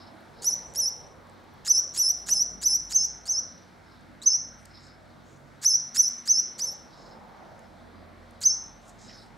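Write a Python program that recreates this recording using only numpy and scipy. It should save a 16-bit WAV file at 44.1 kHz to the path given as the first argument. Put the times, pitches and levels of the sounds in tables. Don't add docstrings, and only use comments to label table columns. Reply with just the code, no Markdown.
import sys
import numpy as np
from scipy import signal
from scipy.fft import rfft, irfft, next_fast_len
from scipy.io import wavfile
from scipy.ndimage import uniform_filter1d

SR = 44100
rng = np.random.default_rng(int(sys.argv[2]) if len(sys.argv) > 2 else 0)


def put_to_file(sound):
    columns = np.atleast_2d(sound).T
    safe = np.clip(columns, -1, 1)
    whole_steps = np.round(safe * 32767)
    wavfile.write(sys.argv[1], SR, whole_steps.astype(np.int16))


def gain_from_decibels(decibels):
    exponent = np.asarray(decibels, float) / 20
    return 10 ** exponent


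N = 413216
TIME = np.arange(N) / SR


def rms_one(x):
    return x / np.sqrt(np.mean(x ** 2) + 1e-20)


def in_time(rows, t=TIME):
    s, *columns = np.transpose(rows)
    return [np.interp(t, s, column) for column in columns]


def at_hz(points, hz):
    point_hz, value = np.transpose(points)
    return np.interp(np.log(hz), np.log(point_hz), value)


def drift(rate):
    r = np.exp(-16 * np.pi * rate / SR)
    white = rng.standard_normal(N // 8 + 8002)
    slow = signal.lfilter([1], [1, -2 * r, r * r], white)[8000:]
    return np.interp(np.arange(N) / 8, np.arange(len(slow)), rms_one(slow))


def resonate(x, peaks):
    out = 0
    for k, (hz, width, level_db) in enumerate(peaks):
        r = np.exp(-np.pi * width / SR)
        b = (1 - r * r) / 2 * np.array([1, 0, -1])
        a = [1, -2 * r * np.cos(2 * np.pi * hz / SR), r * r]
        out = out + (-1) ** k * gain_from_decibels(level_db) * signal.lfilter(b, a, x)
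    return out


def swell(s, length, power):
    span = slice(max(round(s * SR), 0), round((s + length) * SR))
    return span, np.abs(np.sin(np.pi * (TIME[span] - s) / length)) ** power


# pitch in Hz, likeness from 0 to 1.
LIKENESS = [(40, .9), (125, 0.32), (250, 0.23), (500, 0.56), (1500, 0.34), (3000, 1), (8000, .6)]
# pitch in Hz, left minus right in dB.
LEAN = [(40, -4.5), (200, -1.5), (700, -1.5), (1500, .2), (8000, 0.5)]


def banded_noise(spectrum, edges, patchy_db):
    out, white = 0, rng.standard_normal((2, 2, N))
    for k, (low, high) in enumerate(zip(edges, edges[1:])):
        band = signal.butter(2, [low, high], "band", fs=SR, output="sos")
        mid, side = signal.sosfilt(band, white[k % 2])
        hz = np.sqrt(low * high)
        alike = at_hz(LIKENESS, hz)
        lean_db = at_hz(LEAN, hz) * np.array([[.5], [-.5]])
        gain = gain_from_decibels(at_hz(spectrum, hz) + patchy_db * drift(2.5) + lean_db)
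        out = out + gain * (np.sqrt(1 + alike) * mid + np.sqrt(1 - alike) * side * [[1], [-1]])
    return rms_one(out)


# time in seconds, road noise in dB.
TRAFFIC = [(0.0, -53.5), (4.28, -59.5), (5.66, -58.5), (6.24, -59), (7.15, -52.5), (8.14, -57), (8.56, -58),
           (9.37, -57)]
# pitch in Hz, level in dB per Hz.
RUMBLE = [(21, -36), (35, -4.5), (70, -6.5), (221, -1), (280, -5), (400, -4.5), (520, -38), (880, -120)]
# pitch in Hz, level in dB per Hz.
ROAD = [(280, -1), (436, -3.5), (512, 1.5), (609, -5.5), (684, 1), (743, 1.5), (1300, -8)]
# pitch in Hz, level in dB per Hz.
HISS = [(1190, 0), (1400, 1.5), (1640, 1.5), (2910, -14.5), (3720, -10), (5120, -16), (15500, -32)]


def traffic():
    hiss_lead_s = 0.8
    road_db, = in_time(TRAFFIC)
    coming_db, = in_time(TRAFFIC, TIME + hiss_lead_s)
    rumble_db = -55.5 + 0.3 * (road_db - road_db.mean())
    hiss_db = -58 + 0.48 * (coming_db - road_db.mean())
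    out = gain_from_decibels(rumble_db) * banded_noise(RUMBLE, np.geomspace(36, 330, 8), patchy_db=3.0)
    out += gain_from_decibels(road_db + 2.6) * banded_noise(ROAD, np.geomspace(300, 1200, 7), patchy_db=2.4)
    out += gain_from_decibels(hiss_db) * banded_noise(HISS, np.geomspace(1200, 16000, 9), patchy_db=1.2)
    return out


# pitch in Hz, level in dB.
HUM = [(185, -68), (236, -65.5), (140, -74)]
# loudest moment in seconds, fade in dB per second squared,
# pitch in Hz, level in dB.
ENGINES = [(2.7, 15.5, 56.2, -54.5), (4.5, 11, 55.5, -62), (8.6, 2.5, 44.2, -62), (8.12, 32, 87.5, -56),
           (5.5, 7.5, 139, -60.5), (.6, 0.5, 94, -63.5), (5.0, 5.5, 94, -64), (9.14, 31, 110, -61)]


def motors():
    notes = [(hz + 2.5 * drift(1.5), level_db + 3 * drift(1.5)) for hz, level_db in HUM]
    for s, fade_db, hz, level_db in ENGINES:
        notes.append((hz + 0 * TIME, level_db - fade_db * (TIME - s) ** 2))
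    tones = 0
    for hz, level_db in notes:
        tones = tones + np.sqrt(2) * gain_from_decibels(level_db) * np.sin(2 * np.pi * np.cumsum(hz) / SR)
    return tones * gain_from_decibels(np.array([[-1.5], [1.5]]))


# start in seconds, length in seconds, level in dB,
# open-beak share from 0 to 1.
PANTS = [(-.1, 0.22, -58.5, 0.47), (0.317, 0.33, -62.5, 0.4), (3.389, 0.38, -68, 0.38),
         (3.829, 0.21, -65.5, 0.46), (4.685, 0.28, -56.5, 0.54), (5.051, 0.094, -72.5, 0.08),
         (6.883, 0.31, -59.5, .5), (7.32, 0.091, -75, 0.2), (7.62, 0.11, -74.5, 0.7),
         (7.92, 0.14, -70.5, 0), (8.338, 0.19, -68, 0), (8.964, 0.31, -57, 0.5)]
# pitch in Hz, width in Hz, level in dB.
WINDPIPE = [(3330, 660, -7), (3950, 520, 2), (4830, 450, 1)]
# pitch in Hz, width in Hz, level in dB.
OPEN_BEAK = [(5250, 340, 0)]


def panting():
    pipe = rms_one(resonate(resonate(rng.standard_normal(N), WINDPIPE), WINDPIPE))
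    beak = rms_one(resonate(resonate(rng.standard_normal(N), OPEN_BEAK), OPEN_BEAK))
    uneven, out = gain_from_decibels(2.8 * drift(25.0)), np.zeros(N)
    for s, length, level_db, share in PANTS:
        span, shape = swell(s, length, power=0.7)
        breath = np.sqrt(1 - share) * pipe[span] + np.sqrt(share) * beak[span]
        out[span] += gain_from_decibels(level_db) * shape * uneven[span] * breath
    return out


# time in seconds, peak in dB, centre in Hz, width in Hz.
TICKS = [(0.2074, -55.5, 11700, 6000), (.738, -37.5, 7500, 3000), (1.27, -56.5, 7000, 1980),
         (1.297, -50.5, 7700, 3030), (1.441, -58, 12500, 4040), (1.539, -51.5, 13200, 4980),
         (3.245, -60, 8900, 5070), (4.01, -54.5, 6730, 3020), (4.654, -41.5, 6900, 8000),
         (4.657, -38, 6000, 6070), (7.068, -62, 7500, 3500), (7.593, -44.5, 7900, 4500),
         (8.309, -49, 9100, 5990), (8.4073, -37, 8440, 7270), (8.637, -51.5, 8530, 2500),
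         (9.173, -56, 8000, 4960)]


def ticks():
    out, t = np.zeros(N), TIME[:3000]
    for s, level_db, hz, width in TICKS:
        body = [(hz, width, 0)]
        burst = rng.standard_normal(len(t)) * np.exp(-t / .0009)
        burst = resonate(resonate(burst, body), body)
        out[round(s * SR):][:len(t)] += gain_from_decibels(level_db) * burst / np.abs(burst).max()
    return out


# end in seconds, build-up in seconds, level in dB,
# first pitch in Hz, rising squeak in dB.
RASPS = [(0.447, 0.032, -36, 3950, -4), (0.759, 0.015, -36.5, 4310, -12), (1.679, 0.032, -31.5, 2420, -9),
         (1.975, 0.041, -32.5, 3800, -14), (2.294, 0.034, -32.5, 3760, -25),
         (2.636, 0.026, -33, 3745, -23.5), (2.926, 0.034, -35.5, 3286, -9.5), (3.278, 0.025, -39, 4210, -2),
         (4.238, 0.022, -44, 3574, 3.3), (5.647, 0.033, -33, 4050, -10), (5.969, 0.026, -28.5, 4210, -9.5),
         (6.277, 0.023, -34.5, 4200, -11), (6.6, 0.022, -36.5, 4100, -6.5), (8.436, 0.026, -31.5, 3875, -8)]
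# pitch in Hz, width in Hz, level in dB.
THROAT = [(4100, 2700, -1), (6780, 520, 11), (7850, 550, 7.5), (9800, 7100, -6.5), (14800, 2484, -30)]
# pitch in Hz, width in Hz, level in dB.
CHEST = [(1600, 390, 1), (2714, 550, -0.5)]


def rasps(rise_db, grain_db):
    noise = rng.standard_normal(N) * gain_from_decibels(grain_db * drift(900.0))
    throat, chest = rms_one(resonate(noise, THROAT)), rms_one(resonate(noise, CHEST))
    waver, out = drift(150.0), np.zeros(N)
    pitch_waver = waver[::-1]
    for (end, length, level_db, first_hz, squeak_db), rows in zip(RASPS, chirp_paths()):
        chest_db = -11.5 + 0.11 * (level_db + 37.5)
        span = slice(round((end - length) * SR), round((end + .012) * SR))
        t = TIME[span] - end
        shape_db = np.where(t < 0, rise_db * t / length, -2500 * t) + 2.5 * waver[span]
        whistle_hz = rows[0][1]
        hz = whistle_hz + (first_hz - whistle_hz) * (t / length) ** 2
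        phase = 2 * np.pi * np.cumsum(hz * (1 + 0.02 * pitch_waver[span])) / SR
        squeak = gain_from_decibels(level_db + squeak_db - 7 + 4 * waver[span]) * (np.sin(phase) + .7 * np.sin(2 * phase))
        squeak *= t < 0
        air = throat[span] + gain_from_decibels(chest_db + .5 * shape_db) * chest[span]
        opening = np.minimum(1, (t + length) / 0.0054)
        out[span] += opening * (squeak + gain_from_decibels(level_db + shape_db) * air)
    return out


# crest in seconds, crest to rebound in seconds, crest pitch in Hz,
# crest in dB, rebound in dB.
CHIRPS = [(.484, .056, 6090, -21, -28.5), (.797, .088, 6073, -24, -24.5), (1.712, .085, 6085, -12.5, -19),
          (2.011, 0.099, 6073, -18, -21.5), (2.327, 0.097, 6138, -20, -20.5),
          (2.669, .09, 6106, -17, -21.5), (2.964, 0.09, 6356, -15.5, -26),
          (3.312, 0.082, 6330, -24.5, -25.5), (4.275, .082, 6270, -15, -19.5),
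          (5.678, .081, 6310, -16.5, -17.5), (6.004, .08, 6105, -13, -27), (6.314, .087, 6253, -14.5, -20),
          (6.642, .086, 6174, -28.5, -42), (8.468, .076, 6273, -15, -35.5)]
# first pitch in Hz, climb in dB, trough in dB, octave partial in dB,
# octave's loss by the rebound in dB.
VOICING = [(4950, -27, -29, -38, -15), (4950, -30.5, -25.5, -39, -8.5), (4750, -25.5, -24, -39, -10),
           (4850, -26, -22.5, -35, -7), (5020, -27.5, -25, -41, -6.5), (4650, -27.5, -24.5, -40.5, -1.5),
           (4500, -30.5, -26, -53.5, -2), (4720, -26.5, -27, -54, -7), (4200, -42.5, -24, -57, -4.5),
           (4885, -15, -21, -39, -13), (4934, -23, -25.5, -38.5, -14), (4440, -20.5, -23, -49.5, -3),
           (4530, -25.5, -33, -50.5, -7), (4407, -24.5, -26, -47, -28)]
# time in climbs, plus seconds, plus rebound times,
# height from 0 (trough) to 1 (top), share of the octave's loss.
TUNE = [
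    (-1.26, 0.003, 0.046, 0.99, 0.14),
    (-0.6, 0, 0.056, .58, 0.02),
    (-.33, 0.0015, 0.03, .78, 0.033),
    (0, .004, 0.0048, 1.0, 0.66),
    (0, .02, 0, .16, 0.17),
    (0, .011, 0.364, -.02, 0.24),
    (-0.19, .004, .68, .1, .7),
    (0, 0.00091, 0.97, 1.0, 1.0),
    (0, .017, 0.94, 0.93, 0.97),
]


def chirp_paths():
    climbs, seconds, rebounds, height, loss = np.transpose(TUNE)
    trough_hz, rebound_hz = 5246, 5945
    for (crest, back, crest_hz, crest_db, rebound_db), voice, rasp in zip(CHIRPS, VOICING, RASPS):
        first_hz, climb_db, trough_db, octave_db, loss_db = voice
        rasp_end, rasp_db = rasp[0], rasp[2]
        break_db = trough_db - 2 - 0.55 * (crest_db - trough_db)
        level_db = np.array([rasp_db - 1.5, climb_db, crest_db - 3, crest_db, break_db,
                             trough_db, trough_db - 1, rebound_db, rebound_db - 20.5])
        s = crest + climbs * (crest - rasp_end) + seconds + rebounds * back
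        top_hz = np.select([climbs < -1, rebounds > .5], [first_hz, rebound_hz], crest_hz)
        octave_db = octave_db + loss * loss_db
        octave_db[[3, -1]] += -2, -15
        low_hz = trough_hz + 13.5 * max(trough_db - rebound_db, 0)
        yield np.transpose([s, low_hz + height * (top_hz - low_hz), level_db, octave_db - level_db])


# start in seconds, length in seconds,
# half-pitch depth in dB.
SLIPS = [(0.463, 0.02, -42), (0.8, 0.0047, -18), (1.693, 0.012, -29.5), (1.746, .045, -34),
         (1.975, 0.027, -16.5), (2.081, 0.02, -30), (2.307, 0.0074, -14), (2.337, 0.005, -13),
         (2.398, 0.022, -34.5), (2.74, 0.021, -32.5), (2.916, 0.053, -31.5), (3.037, 0.013, -32.5),
         (3.302, 0.035, -30.5), (4.274, .01, -42), (5.756, 0.02, -43), (6.389, 0.017, -41),
         (6.638, 0.013, -27.5)]


def whistles(direct_db, jitter, breath_db, third_db):
    out, slip = np.zeros(N), np.zeros(N)
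    for s, length, depth_db in SLIPS:
        slip += gain_from_decibels(depth_db) * np.exp(-((TIME - s - length / 2) / (length / 2)) ** 4)
    flutter, shimmer, strain = drift(300.0), drift(70.0), drift(90.0)
    slip_flutter = flutter[::-1]
    air = resonate(resonate(rng.standard_normal(N), THROAT[:4]), [(7800, 6000, 0)])
    air = rms_one(air) * gain_from_decibels(4.5 * drift(160.0))
    for rows in chirp_paths():
        start, end = rows[0][0], rows[-1][0]
        span = slice(round(start * SR), round(end * SR))
        t = TIME[span]
        hz, level_db, octave_db = in_time(rows, t)
        pressure = np.interp(t, rows[:, 0], gain_from_decibels(rows[:, 2] / 2))
        level_db = 20 * np.log10(pressure ** 2)
        hz = uniform_filter1d(hz, size=300, mode="nearest") * (1 + jitter * flutter[span])
        level_db, octave_db = uniform_filter1d([level_db, octave_db], size=100, mode="nearest")
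        octave_db += 2.5 * strain[span]
        phase = 2 * np.pi * np.cumsum(hz) / SR
        gape_db = 1.5 * np.tanh((hz - 5850) / 80) - 1.5 + 1.8 * shimmer[span]
        overtones = np.sin(2 * phase) + gain_from_decibels(third_db) * np.sin(3 * phase)
        tone = gain_from_decibels(gape_db) * np.sin(phase) + gain_from_decibels(octave_db) * overtones
        broken = phase + .5 * slip_flutter[span]
        halves = np.sin(1.5 * broken) + .2 * np.sin(.5 * broken)
        tone += slip[span] * (halves * gain_from_decibels(2 * strain[span]) + .6 * air[span])
        tone += gain_from_decibels(0.8 * octave_db + breath_db) * air[span]
        ramp = np.minimum(1, np.minimum(t - start, end - t) / .002)
        out[span] += np.sqrt(2) * gain_from_decibels(level_db + direct_db) * ramp * tone
    return out


# start in seconds, length in seconds, level in dB,
# centre in Hz, width in Hz.
RUBS = [(0.644, .1, -68, 7300, 3000), (4.58, 0.07, -69, 8280, 4950), (4.788, 0.12, -66.5, 7000, 2980),
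        (5.232, 0.17, -68, 6560, 3170), (6.948, 0.19, -68.5, 6400, 2480), (8.812, 0.13, -64.5, 6660, 4950),
        (8.878, 0.03, -60.5, 7000, 7000), (8.979, 0.123, -57.5, 6540, 3030),
        (9.084, 0.11, -58.5, 5530, 2500), (9.088, 0.049, -61, 2320, 1800), (9.106, 0.186, -71, 8000, 5930)]


def rubs():
    grains, out = rng.standard_normal(N) * gain_from_decibels(2.4 * drift(126.0)), np.zeros(N)
    for s, length, level_db, hz, width in RUBS:
        span, shape = swell(s, length, power=0.77)
        body = [(hz, width, 0)]
        rub = resonate(resonate(resonate(grains[span], body), body), body)
        out[span] += gain_from_decibels(level_db) * shape * rms_one(rub)
    return out


# time in seconds, peak in dB.
KNOCKS = [
    (9.0945, -39),
    (9.112, -46),
]
# pitch in Hz, level in dB, time to fade by 60 dB in seconds.
CUP = [(1940, 4.5, 0.015), (2920, 4, 0.01), (5500, 6, 0.018)]


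def knocks():
    out, t = np.zeros(N), TIME[:3000]
    for s, level_db in KNOCKS:
        rings = sum(gain_from_decibels(mode_db - 60 * t / t60) * np.sin(2 * np.pi * hz * t) for hz, mode_db, t60 in CUP)
        out[round(s * SR):][:len(t)] += gain_from_decibels(level_db - 5.0) * rings * np.minimum(t / .0015, 1)
    return out


# low edge in Hz, high edge in Hz, level in dB,
# time to fade by 60 dB in seconds.
ROOM = [(300, 1200, 2.5, 0.29), (3500, 9020, 1, 0.42), (8000, 21000, -8, .22)]
# pitch in Hz, left minus right in dB.
BEAK_LEAN = [(3000, 0.4), (6000, -1.5), (10500, -1), (13000, -2.5)]
# pitch in Hz, left's lead in radians.
BEAK_LEAD = [(6000, 0.01), (9600, -.05), (10400, -0.35), (12100, -0.4), (14000, -.4)]


def room(x):
    echo_db, gap_s, alike = -13, 0.004, 0.96
    t, size = TIME[:SR], next_fast_len(N + SR)
    white, echoes = rng.standard_normal((2, SR)), 0
    for low_hz, high_hz, level_db, t60 in ROOM:
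        band = signal.sosfilt(signal.butter(2, [low_hz, high_hz], "band", fs=SR, output="sos"), white)
        echoes = echoes + band * gain_from_decibels(level_db - 60 * t / t60)
    echoes = echoes * np.clip(t / gap_s - .5, 0, 1)
    pair = np.sqrt(1 + alike) * echoes[0] + np.sqrt(1 - alike) * echoes[1] * np.array([[1], [-1]])
    pair = gain_from_decibels(echo_db) * pair / np.sqrt(np.sum(pair ** 2) / 2)
    hz, half = np.arange(size // 2 + 1) * SR / size + 1, np.array([[.5], [-.5]])
    straight = gain_from_decibels(half * at_hz(BEAK_LEAN, hz)) * np.exp(1j * half * at_hz(BEAK_LEAD, hz))
    return irfft((straight + rfft(pair, size)) * rfft(x, size), size)[:, :N]


def scene():
    voice = rasps(rise_db=13, grain_db=3)
    voice = voice + whistles(direct_db=2.65, jitter=0.0028, breath_db=-24.5, third_db=-32.5)
    close = panting() + ticks() + voice + rubs() + knocks()
    return traffic() + motors() + room(close)


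def roll_off(x):
    return signal.sosfilt(signal.butter(12, 15810, fs=SR, output="sos"), x)


def record(dry):
    x = signal.sosfilt(signal.butter(4, 38, "high", fs=SR, output="sos"), dry)
    over_db = np.maximum(20 * np.log10(np.abs(x).max(axis=0) + 1e-9) + 14, 0)
    recovery_db = 25 * TIME
    held_db = np.maximum.accumulate(0.25 * over_db + recovery_db) - recovery_db
    x = x * gain_from_decibels(-uniform_filter1d(held_db, size=200))
    x = signal.sosfilt(signal.ellip(10, .5, 60, 15800, fs=SR, output="sos"), x)
    return roll_off(x)


dry = scene()
out = record(dry)
put_to_file(out)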